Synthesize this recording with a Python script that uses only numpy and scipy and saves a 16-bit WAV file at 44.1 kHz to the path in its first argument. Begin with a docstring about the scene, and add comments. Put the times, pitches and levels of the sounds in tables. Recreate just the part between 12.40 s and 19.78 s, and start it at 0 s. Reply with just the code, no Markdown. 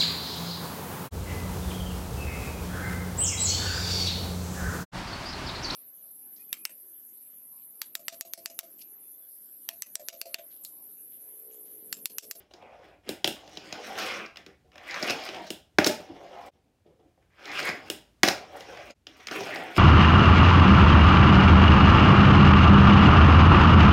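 """A fingerboard rolls over a wooden table, a wooden wedge and a plastic ramp in a small room.
Wheel grit and rubs, and every pop, landing, bounce, seam, knock and thump, shake the same six bodies:
table top, wedge, ramp, deck, metal trucks and bare contact fizz. Each body rings at its own pitches.
A small room answers with echoes, over a low steady murmur of the house.
Three times the level dips briefly and comes back."""
import sys
import numpy as np
from scipy import signal
from scipy.fft import rfft, irfft, next_fast_len
from scipy.io import wavfile
from scipy.ndimage import uniform_filter1d, map_coordinates

SR = 44100
rng = np.random.default_rng(int(sys.argv[2]) if len(sys.argv) > 2 else 0)


def inscribe(sig):
    """Save sig as 16-bit PCM at rate SR to the path in sys.argv[1].

    A 1-D sig is mono; a 2-D sig holds one channel per row.
    Samples are clipped to [-1, 1] before scaling.
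    """
    pcm = np.round(np.clip(np.atleast_2d(sig).T, -1, 1) * 32767)
    wavfile.write(sys.argv[1], SR, pcm.astype(np.int16))


N = 325458
TIME = np.arange(N) / SR  # s

# murmur of the house, its tone colour: f/Hz, level per Hz/dB
AIR = [(20, -45), (34, -23), (50, -9), (70, -5), (150, -13.5), (400, -22), (800, -29), (1100, -32.5),
       (2500, -34), (6000, -39.5), (13000, -45), (16000, -48)]
# how long the room rings at each pitch: f/Hz, time to fall by 60 dB t60/s
ROOM = [(100, 0.39), (260, 0.17), (700, 0.39), (1840, 0.33), (4850, 0.31), (12800, 0.24)]
# moments when all echoes stop, at the bottom of two of the dips: t/s
BREAKS = [4.106, 6.54]
# brief dips of the whole sound: t/s, gain/dB
FADES = [(0, 1.5), (.05, -5.5), (.09, -6.5), (.11, -2), (4.085, -0.5), (4.106, -18), (4.125, -5),
         (6.505, 4.5), (6.538, -15.5), (6.56, -3.5)]

# resonances of the six bodies: f/Hz, width/Hz, strength level/dB
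TABLE = [(97, 23, -14), (171.7, 79, -9), (242, 79, -5), (305, 50, 0), (402, 150, -4)]
WEDGE = [(517, 118, -5), (604, 69, -2.5), (743, 110, -3)]
RAMP = [(1110, 280, -5.5), (1527, 340, -1), (1998, 560, -1), (2488, 390, -2)]
DECK = [(2804, 230, 3.5), (3374, 500, 1)]
TRUCKS = [(3990, 540, -2.5), (5020, 576, 2), (5520, 700, 0.5), (6570, 1000, -7), (7350, 450, -13)]
FIZZ = [(8400, 3300, -0.5), (13250, 810, 3), (15700, 6200, -5.5)]

# rolling, one table per run: t/s, wheel load as a base level/dB,
# then ramp, metal and table top against the wood, level/dB each
ROLLS = [
    [(0.14, -61, -5, -2, -12), (0.146, -47, -17, -17, -4), (0.156, -60, -6, -20, -2),
     (0.26, -47, -6.5, -26, -12.5), (0.326, -60, 1, -12, -18), (0.338, -50.5, -2, -17, -12),
     (0.366, -53.5, -9.5, -18, -21), (0.456, -54.5, -3.5, -11, -4), (0.556, -60, 0, -27, -6),
     (0.6, -79, -2.5, -34, 0)],
    [(0.96, -62.5, 11.5, -8, -2.5), (1.02, -54, -10, -4.5, -6.5), (1.356, -46.5, -0.5, -8, -4),
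     (1.402, -41.5, -5, -9.5, -16), (1.466, -42.5, 0.5, -5.5, -7), (1.538, -39.5, -7, -11, -11),
     (1.59, -37.5, 3.5, -2, -3), (1.748, -40, 3.5, -5, -6), (1.854, -52.5, 8, -12, 1),
     (1.86, -54.5, 2, 7, -11)],
    [(2.33, -63, 2, -6, 3), (2.362, -55.5, -2.5, -15, -6), (2.5, -51.5, 10, 0.5, -3.5),
     (2.578, -36, 4, -9, -11.5), (2.59, -45, 5, -4.5, -5.5), (2.71, -30, 0, -5.5, -9.5),
     (2.72, -35, -9, -15.5, -4.5), (2.846, -44.5, 2.5, -1, -11), (3.014, -40, -11, -15, -5.5),
     (3.09, -53.5, -5, 2, -8.5)],
    [(3.6, -45.5, -8, -14, 2), (3.644, -58, -6, -6, -9.5), (3.722, -41, -18, -23, -1.5),
     (3.728, -55.5, -9, -11, -6), (3.766, -43.5, -15, -16, -6), (3.778, -49, -10, -16, -1.5),
     (3.806, -46.5, -14.5, -15.5, -9.5), (4.018, -47, -7, -12.5, -9.5), (4.09, -48, -7, -13.5, -9.5),
     (4.11, -85, -7, -18, -1)],
    [(4.9, -83.5, 7.5, -4, 4.5), (5.0, -53.5, 3, -9.5, -6.5), (5.194, -37.5, 6.5, -3.5, -7.5),
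     (5.218, -36, -4.5, -11.5, -0.5), (5.272, -39.5, 11, -2.5, -8), (5.294, -34.5, 2.5, -7.5, -7.5),
     (5.306, -48, 0, -9, -2), (5.392, -50.5, -2, -10, -2), (5.418, -47, -12, -14, -13),
     (5.49, -50.5, -0.5, -6, -1)],
    [(5.98, -51, 9, -5, -6), (5.988, -52, -4, -17, -7.5), (6.06, -59, -1, -8, -3),
     (6.152, -50, -3, -12, -11.5), (6.252, -55.5, -4, -4.5, -6), (6.294, -51.5, 0.5, -9, -6.5),
     (6.498, -55, -1, -9.5, -5), (6.51, -47.5, -3, -6, -8), (6.532, -55, 1, -18, -7),
     (6.54, -75, -15, -23, -7)],
    [(6.69, -58.5, -1, -10, 1), (6.83, -59, 5.5, 1.5, -3), (6.898, -59.5, 6, -11, -3),
     (6.918, -36, 2.5, -5, -4), (6.974, -42.5, 11, -8.5, 6.5), (6.996, -36.5, -8, -6.5, -2),
     (7.106, -39.5, 4, -8.5, -2), (7.204, -31, -4.5, -17.5, -9), (7.342, -45, 0.5, -10, -4.5),
     (7.38, -31, -2, -1, 1)],
]
# short rubs of fingers, wheels and tail; the first row is an earlier sound dying away:
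# t/s of the peak, peak load as a base level/dB, rise/s, fall/s,
# ramp against the wood level/dB, metal against the wood level/dB
SCUFFS = [(0.0, -56, .01, 0.12, -6, -9.5), (0.112, -52.5, .005, 0.02, -8, -5),
          (0.689, -43.5, 0.058, 0.0091, 1, -7.5), (1.99, -59.5, 0.016, 0.078, 7, -22),
          (2.068, -54.5, 0.012, 0.091, -1, -14), (2.25, -66, .02, 0.074, -12, -18),
          (4.136, -60.5, .006, .09, -8.5, -11), (4.258, -68, 0.034, .15, -31, -32),
          (4.463, -54.5, .02, 0.12, -17.5, -20), (4.596, -52.5, 0.013, 0.058, -18, -22),
          (4.664, -58.5, .015, .04, -14, -23.5), (4.78, -64, .01, 0.044, -21.5, -26.5),
          (4.82, -71, .03, 0.071, 0, -13), (6.8, -56, .025, .07, 9, 1)]
# how each body follows the rolling: level over the load/dB, share of the ramp column,
# share of the metal column, share of the table column, growth with load/dB per dB
SHAKE = {"table": (-1.5, 0.12, -0.21, 1, 1), "wedge": (-3.5, 0.1, 0.02, -0.4252, 0.8475),
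         "ramp": (0.22, 1.064, 0.12, 0.026, 1.034), "deck": (-1, 0.28, 0.66, 0.32, 1.0935),
         "trucks": (0.3, 0.078, 1.27, 0.02, 1.05), "fizz": (-10, 0.4, 0.88, 0.27, 1.2)}

# blows, one table per kind: t/s (the chatter starts LAG_S later), base level/dB,
# then thud in the wood, ring of the deck and mid clack against it, level/dB each
POPS = [(0.6903, -18.5, -11, -10.5, -15.5), (0.8747, -15, -14.5, -6.5, -22.5),
        (3.1033, -21, -16, -8, -20.5), (3.4602, -17, -19.5, -18, -17.5), (3.4639, -10.5, -8.5, -18, -11.5),
        (5.4994, -18.5, -16.5, -9, -18.5)]
LANDINGS = [(0.8435, -4.5, -21.5, -13.5, -24.5), (3.3844, -5, -9, -16, -10),
            (5.8319, 0, -20.5, -20.5, -18.5), (5.8361, -11, -15, -23.5, -12), (7.3637, -23, -7, -11, -5),
            (7.3718, -26, -5.5, -16, -9)]
BOUNCES = [(3.4432, -10, -21.5, -14, -13), (3.4685, -7, -18.5, -26, -20.5), (3.472, -12, -12, -9, -23.5),
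           (5.8493, -20.5, -6.5, -7, -7), (5.876, -14.5, -7, -16.5, -34), (5.8837, -8.5, -24.5, -16.5, -10)]
SEAMS = [(0.1357, -31.5, -16, -21, -21), (1.0753, -36, -9, -14, -15), (1.1712, -22.5, -15.5, -15, -31),
         (1.3246, -17.5, -14.5, -17, -18.5), (1.8607, -34.5, -27, -17, -11), (2.5088, -23, -21, -23, -18),
         (2.5417, -24, -19, -28, -15), (2.626, -13.5, -16.5, -25, -27), (2.63, -23, -13, -22, -11),
         (2.697, -12, -17, -27, -24), (2.7041, -12, -24, -34, -24), (2.8881, -26, -11, -6, -13),
         (2.9449, -32, -3.5, 0.5, -14), (5.054, -26.5, -24, -16, -27), (5.1148, -27.5, -16, -19, -9),
         (5.2272, -25, -19, -13, -15), (5.2887, -22.5, -7, -23, -4), (5.297, -24.5, -9, -22, -3),
         (6.2058, -39, -22, -6, -19), (6.6676, -26.5, -17.5, -8, -13), (6.9113, -21, -8.5, -17, -20)]
KNOCKS = [(1.5844, -19.5, -32, -29, -11.5), (1.9575, -39, -10, -6, -9.5), (1.9694, -28, -17, -11, -14),
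          (2.0622, -33, -24, -16, -15), (2.317, -50.5, -16.5, -6.5, -7), (2.355, -39.5, -7, -11, -7.5),
          (2.3789, -36.5, -12, -9, -9), (5.1905, -22, -13, -22, -6), (5.2002, -22.5, -24, -20, -10.5),
          (6.3709, -42, -15, -8, -4), (6.8695, -16.5, -27, -18, -17), (6.8833, -26.5, -14, -8, -3),
          (7.0056, -22, -2, -12, -12), (7.0336, -23, -6.5, -20, -16), (7.1578, -20.5, -4.5, -17, -9.5)]
THUMPS = [(0.11, -48, -4, -7, -19), (0.224, -40, -2, -13, -21), (3.812, -39.5, -3, -23, -22),
          (4.776, -55.5, -3, -29, -17)]
# colour of each kind: pops (tail or nose slaps down), landings (wheels slam down), bounces (board
# rattles on), seams (a wheel ticks over an edge), knocks (hollow ramp), thumps (soft, on wood).
# Columns: blow table, time for the chatter to peak t/s, near push against the blow level/dB,
# then level/dB added in ramp, table, wedge, deck, trucks, fizz
KINDS = [(POPS, 0.00095, -7, 4.3, 6, 2.7, 3.4, -8, -12),
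         (LANDINGS, .001, -0.39, 4.8, 0.93, 3.5, 5, -11.5, -25.5),
         (BOUNCES, 0.0014, -3.5, -0.88, 0.92, 3.6, 0.96, -7, -22),
         (SEAMS, .0013, -2, 0.54, -1.5, 1, 2.2, -10, -31.5),
         (KNOCKS, 0.0014, -4.5, 2.8, -6, 2, 2.4, -11.5, -27.5),
         (THUMPS, 0.0011, -0.5, 0.78, -12, 3.4, 1, -34, -33)]

AIR_DB = -66  # middle level of the murmur
TOP_HZ = 15900  # the treble ends here
LAG_S = .0003  # short wait before each blow's chatter starts
RUB_BASS_DB = 0.5  # table top in the SCUFFS rows, over the wood
RISE_DEPTH_DB, SCUFF_DEPTH_DB = 28.5, 18  # load of a SCUFFS row under its peak, at its start and end


def amp(db):
    """Turns a level in dB into a gain."""
    return 10 ** (np.asarray(db) / 20)


def unit(x):
    """Scales a sound to an average strength (rms) of 1."""
    return x / np.sqrt(np.mean(x ** 2) + 1e-20)


def along(points, hz):
    """Reads a curve of (Hz, value) points on a log pitch axis."""
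    f, value = np.transpose(points)
    return np.interp(np.log(hz + 1), np.log(f + 1), value)


def wobble(rate):
    """A smooth random curve with `rate` random points a second."""
    knots = rng.standard_normal(int(N * rate / SR) + 4)
    return map_coordinates(knots, [TIME * rate])


def filtered(x, response):
    """Passes x through a filter given as a complex response over frequency."""
    size = next_fast_len(len(x) + 8192)  # spare room, so that ringing does not wrap round
    spectrum = rfft(x, size) * response(np.fft.rfftfreq(size, 1 / SR))
    return irfft(spectrum, size)[:len(x)]


def room_tone():
    """Low steady murmur of the house: coloured noise whose level drifts a little."""
    murmur = filtered(rng.standard_normal(N), lambda hz: amp(along(AIR, hz)))
    return amp(AIR_DB + 0.52 * wobble(20.0)) * unit(murmur)


def echo_tail():
    """Half a second of noise that dies away at its own speed at each pitch, as echoes do."""
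    hz, t, z = signal.stft(rng.standard_normal(SR // 2), SR, nperseg=256)
    decay = amp(-60 * t / along(ROOM, hz)[:, None])
    tail = signal.istft(z * decay, SR, nperseg=256)[1]
    return tail / np.linalg.norm(tail)


def room(x, gap=.004, piece=8192):
    """Diffuse answer of the room, `gap` seconds late; the board moves, so each stretch gets its own tail."""
    out = np.zeros(N + SR)
    stops = np.append(np.round(np.array(BREAKS) * SR).astype(int), N)
    edges = np.union1d(np.arange(0, N, piece), stops)
    for start, end in zip(edges[:-1], edges[1:]):
        late = np.pad(x[start:end], (round(gap * SR), 0))
        wet = signal.fftconvolve(late, echo_tail())
        wet = wet[:stops[stops > start][0] - start]  # no echo outlives the next break
        out[start:start + len(wet)] += wet
    return out[:N]


def body(modes, only=None):
    """Resonances ring like small springs, all or `only` one; outside their range the body hardly radiates."""
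    low, high = 0.77 * modes[0][0], 1.46 * modes[-1][0]  # Hz

    def response(f):
        ring = 0
        for k, (centre, width, db) in enumerate(modes):
            if only in (None, k):
                spring = 1j * f * width / (centre * centre - f * f + 1j * f * width)
                ring = ring + (-1) ** k * amp(db) * spring  # neighbours swing in opposite directions
        bass_cut = (f / low) ** 2 / ((f / low) ** 2 - 1 - 1j * f / low)
        treble_cut = 1 - (f / high) ** 2 + 1j * f / high
        return ring * bass_cut / treble_cut

    return response


def scuff_runs():
    """Each SCUFFS row as a short run whose load in dB climbs to a peak and sinks again."""
    runs = []
    for s, db, rise, fall, ramp, metal in SCUFFS:
        points = [(s - rise, db - RISE_DEPTH_DB), (s, db), (s + fall, db - SCUFF_DEPTH_DB)]
        runs.append([(at, level, ramp, metal, RUB_BASS_DB) for at, level in points])
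    return runs


def controls():
    """Load, ramp, metal and table curves of all runs and scuffs; in an overlap the bigger load wins."""
    out = np.zeros((4, N)) - [[120], [0], [0], [0]]  # a load of -120 dB: almost silent
    for run in ROLLS + scuff_runs():
        s, *columns = np.transpose(run)
        on = np.flatnonzero((TIME >= s[0]) & (TIME < s[-1]))
        new = np.array([np.interp(TIME[on], s, column) for column in columns])
        out[:, on] = np.where(new[0] > out[0, on], new, out[:, on])
    return out


def rolling(modes, shake, drive, bumps, spread_db, lumps_db, shift_db):
    """Wheels tap random bumps (`bumps` a second); as they travel, each resonance swells and sinks alone."""
    tap_gain = amp(spread_db * np.minimum(rng.exponential(size=N), 3))
    taps = (rng.random(N) < bumps / SR) * rng.standard_normal(N) * tap_gain
    grit = unit(taps) + .7 * rng.standard_normal(N)
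    sound = 0
    for k in range(len(modes)):
        swell = amp(shift_db * wobble(22))
        sound = sound + swell * filtered(grit, body(modes, only=k))
    over_db, *shares, growth = shake
    usual_db = -50  # load at which growth changes nothing
    level_db = usual_db + growth * (drive[0] - usual_db) + over_db + np.dot(shares, drive[1:])
    loudness = uniform_filter1d(amp(level_db) * unit(amp(lumps_db)), 200)  # smoothed over 200 samples
    return loudness * unit(sound)


def struck(modes, order, rattle, wet_db, thud=False, ring=False, clack=False):
    """A blow is a sharp push in a short swell of chattering contact; gives near sound and room feed."""
    near_push, room_push = np.zeros(N), np.zeros(N)
    chatter = np.zeros(N + 2048)
    t = np.arange(2048) / SR
    scale = np.abs(filtered(1. * (t == 0), body(modes))).max()  # peak of the body's answer to one click
    for rows, chatter_s, sharp_db, *colour_db in KINDS:
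        u = t / chatter_s
        swell = u * np.exp(1 - u)
        for s, peak_db, thud_db, ring_db, clack_db in rows:
            level_db = peak_db + colour_db[order] + thud * thud_db + ring * ring_db + clack * clack_db
            size = amp(level_db) / scale
            start = round((s + LAG_S) * SR)
            chatter[start:][:len(t)] += size * rattle * swell * rng.standard_normal(len(t))
            hit = round((s + LAG_S + .0004) * SR)
            near_push[hit] += size * amp(sharp_db)
            room_push[hit] += size
    near = filtered(near_push + chatter[:N], body(modes))
    sent = amp(wet_db) * filtered(room_push, body(modes))
    return np.array([near, sent])


def board_rolling():
    """Six bodies under the wheels; finger pressure and wheel wobble make them all throb together."""
    throb = 0.42 * wobble(25) + 1.3 * wobble(70)
    drive = controls()
    fizz_lumps = 1.2 * throb + 4.5 * wobble(95)  # the fizz also flickers by itself
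    return (
        rolling(TABLE, SHAKE["table"], drive, bumps=1000, spread_db=-3.0, lumps_db=0.37 * throb, shift_db=3.0)
        + rolling(WEDGE, SHAKE["wedge"], drive, bumps=900, spread_db=2.0, lumps_db=0.4 * throb, shift_db=3.65)
        + rolling(RAMP, SHAKE["ramp"], drive, bumps=1500, spread_db=-2.5, lumps_db=1.1 * throb, shift_db=2.5)
        + rolling(DECK, SHAKE["deck"], drive, bumps=1000, spread_db=-2.0, lumps_db=0.36 * throb, shift_db=-1.0)
        + rolling(TRUCKS, SHAKE["trucks"], drive, bumps=1500, spread_db=-1.5,
                  lumps_db=0.29 * throb, shift_db=-2.5)
        + rolling(FIZZ, SHAKE["fizz"], drive, bumps=700, spread_db=1.5, lumps_db=fizz_lumps, shift_db=1.8))


def board_blows():
    """Every blow shakes all six bodies; `order` picks the body's colour column in KINDS."""
    return (struck(RAMP, order=0, rattle=0.22, wet_db=2.5, clack=True)
            + struck(TABLE, order=1, rattle=0.07, wet_db=-3.5, thud=True)
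            + struck(WEDGE, order=2, rattle=0.0037, wet_db=-4.5, thud=True)
            + struck(DECK, order=3, rattle=0.14, wet_db=-2.0, ring=True)
            + struck(TRUCKS, order=4, rattle=0.31, wet_db=1.8)
            + struck(FIZZ, order=5, rattle=0.5, wet_db=11.5))


def scene():
    """Adds up the near sound of the board, the room's answer and the murmur."""
    roll = board_rolling()
    blows, sent = board_blows()
    near = amp(-1.5) * roll + blows
    echoes = room(amp(-5.0) * roll + sent)
    return (near + echoes + room_tone())[None]


def record(dry):
    """Brief level dips, then soft rounding of loud peaks, then a steep end to the treble."""
    faded = dry[0] * amp(np.interp(TIME, *np.transpose(FADES)))
    clipped = faded / (1 + np.abs(faded / .93) ** 6) ** (1 / 6)  # rounds peaks off towards .93
    return filtered(clipped, lambda hz: 1 / (1 + (hz / TOP_HZ) ** 150))[None]


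dry = scene()
out = record(dry)
inscribe(out)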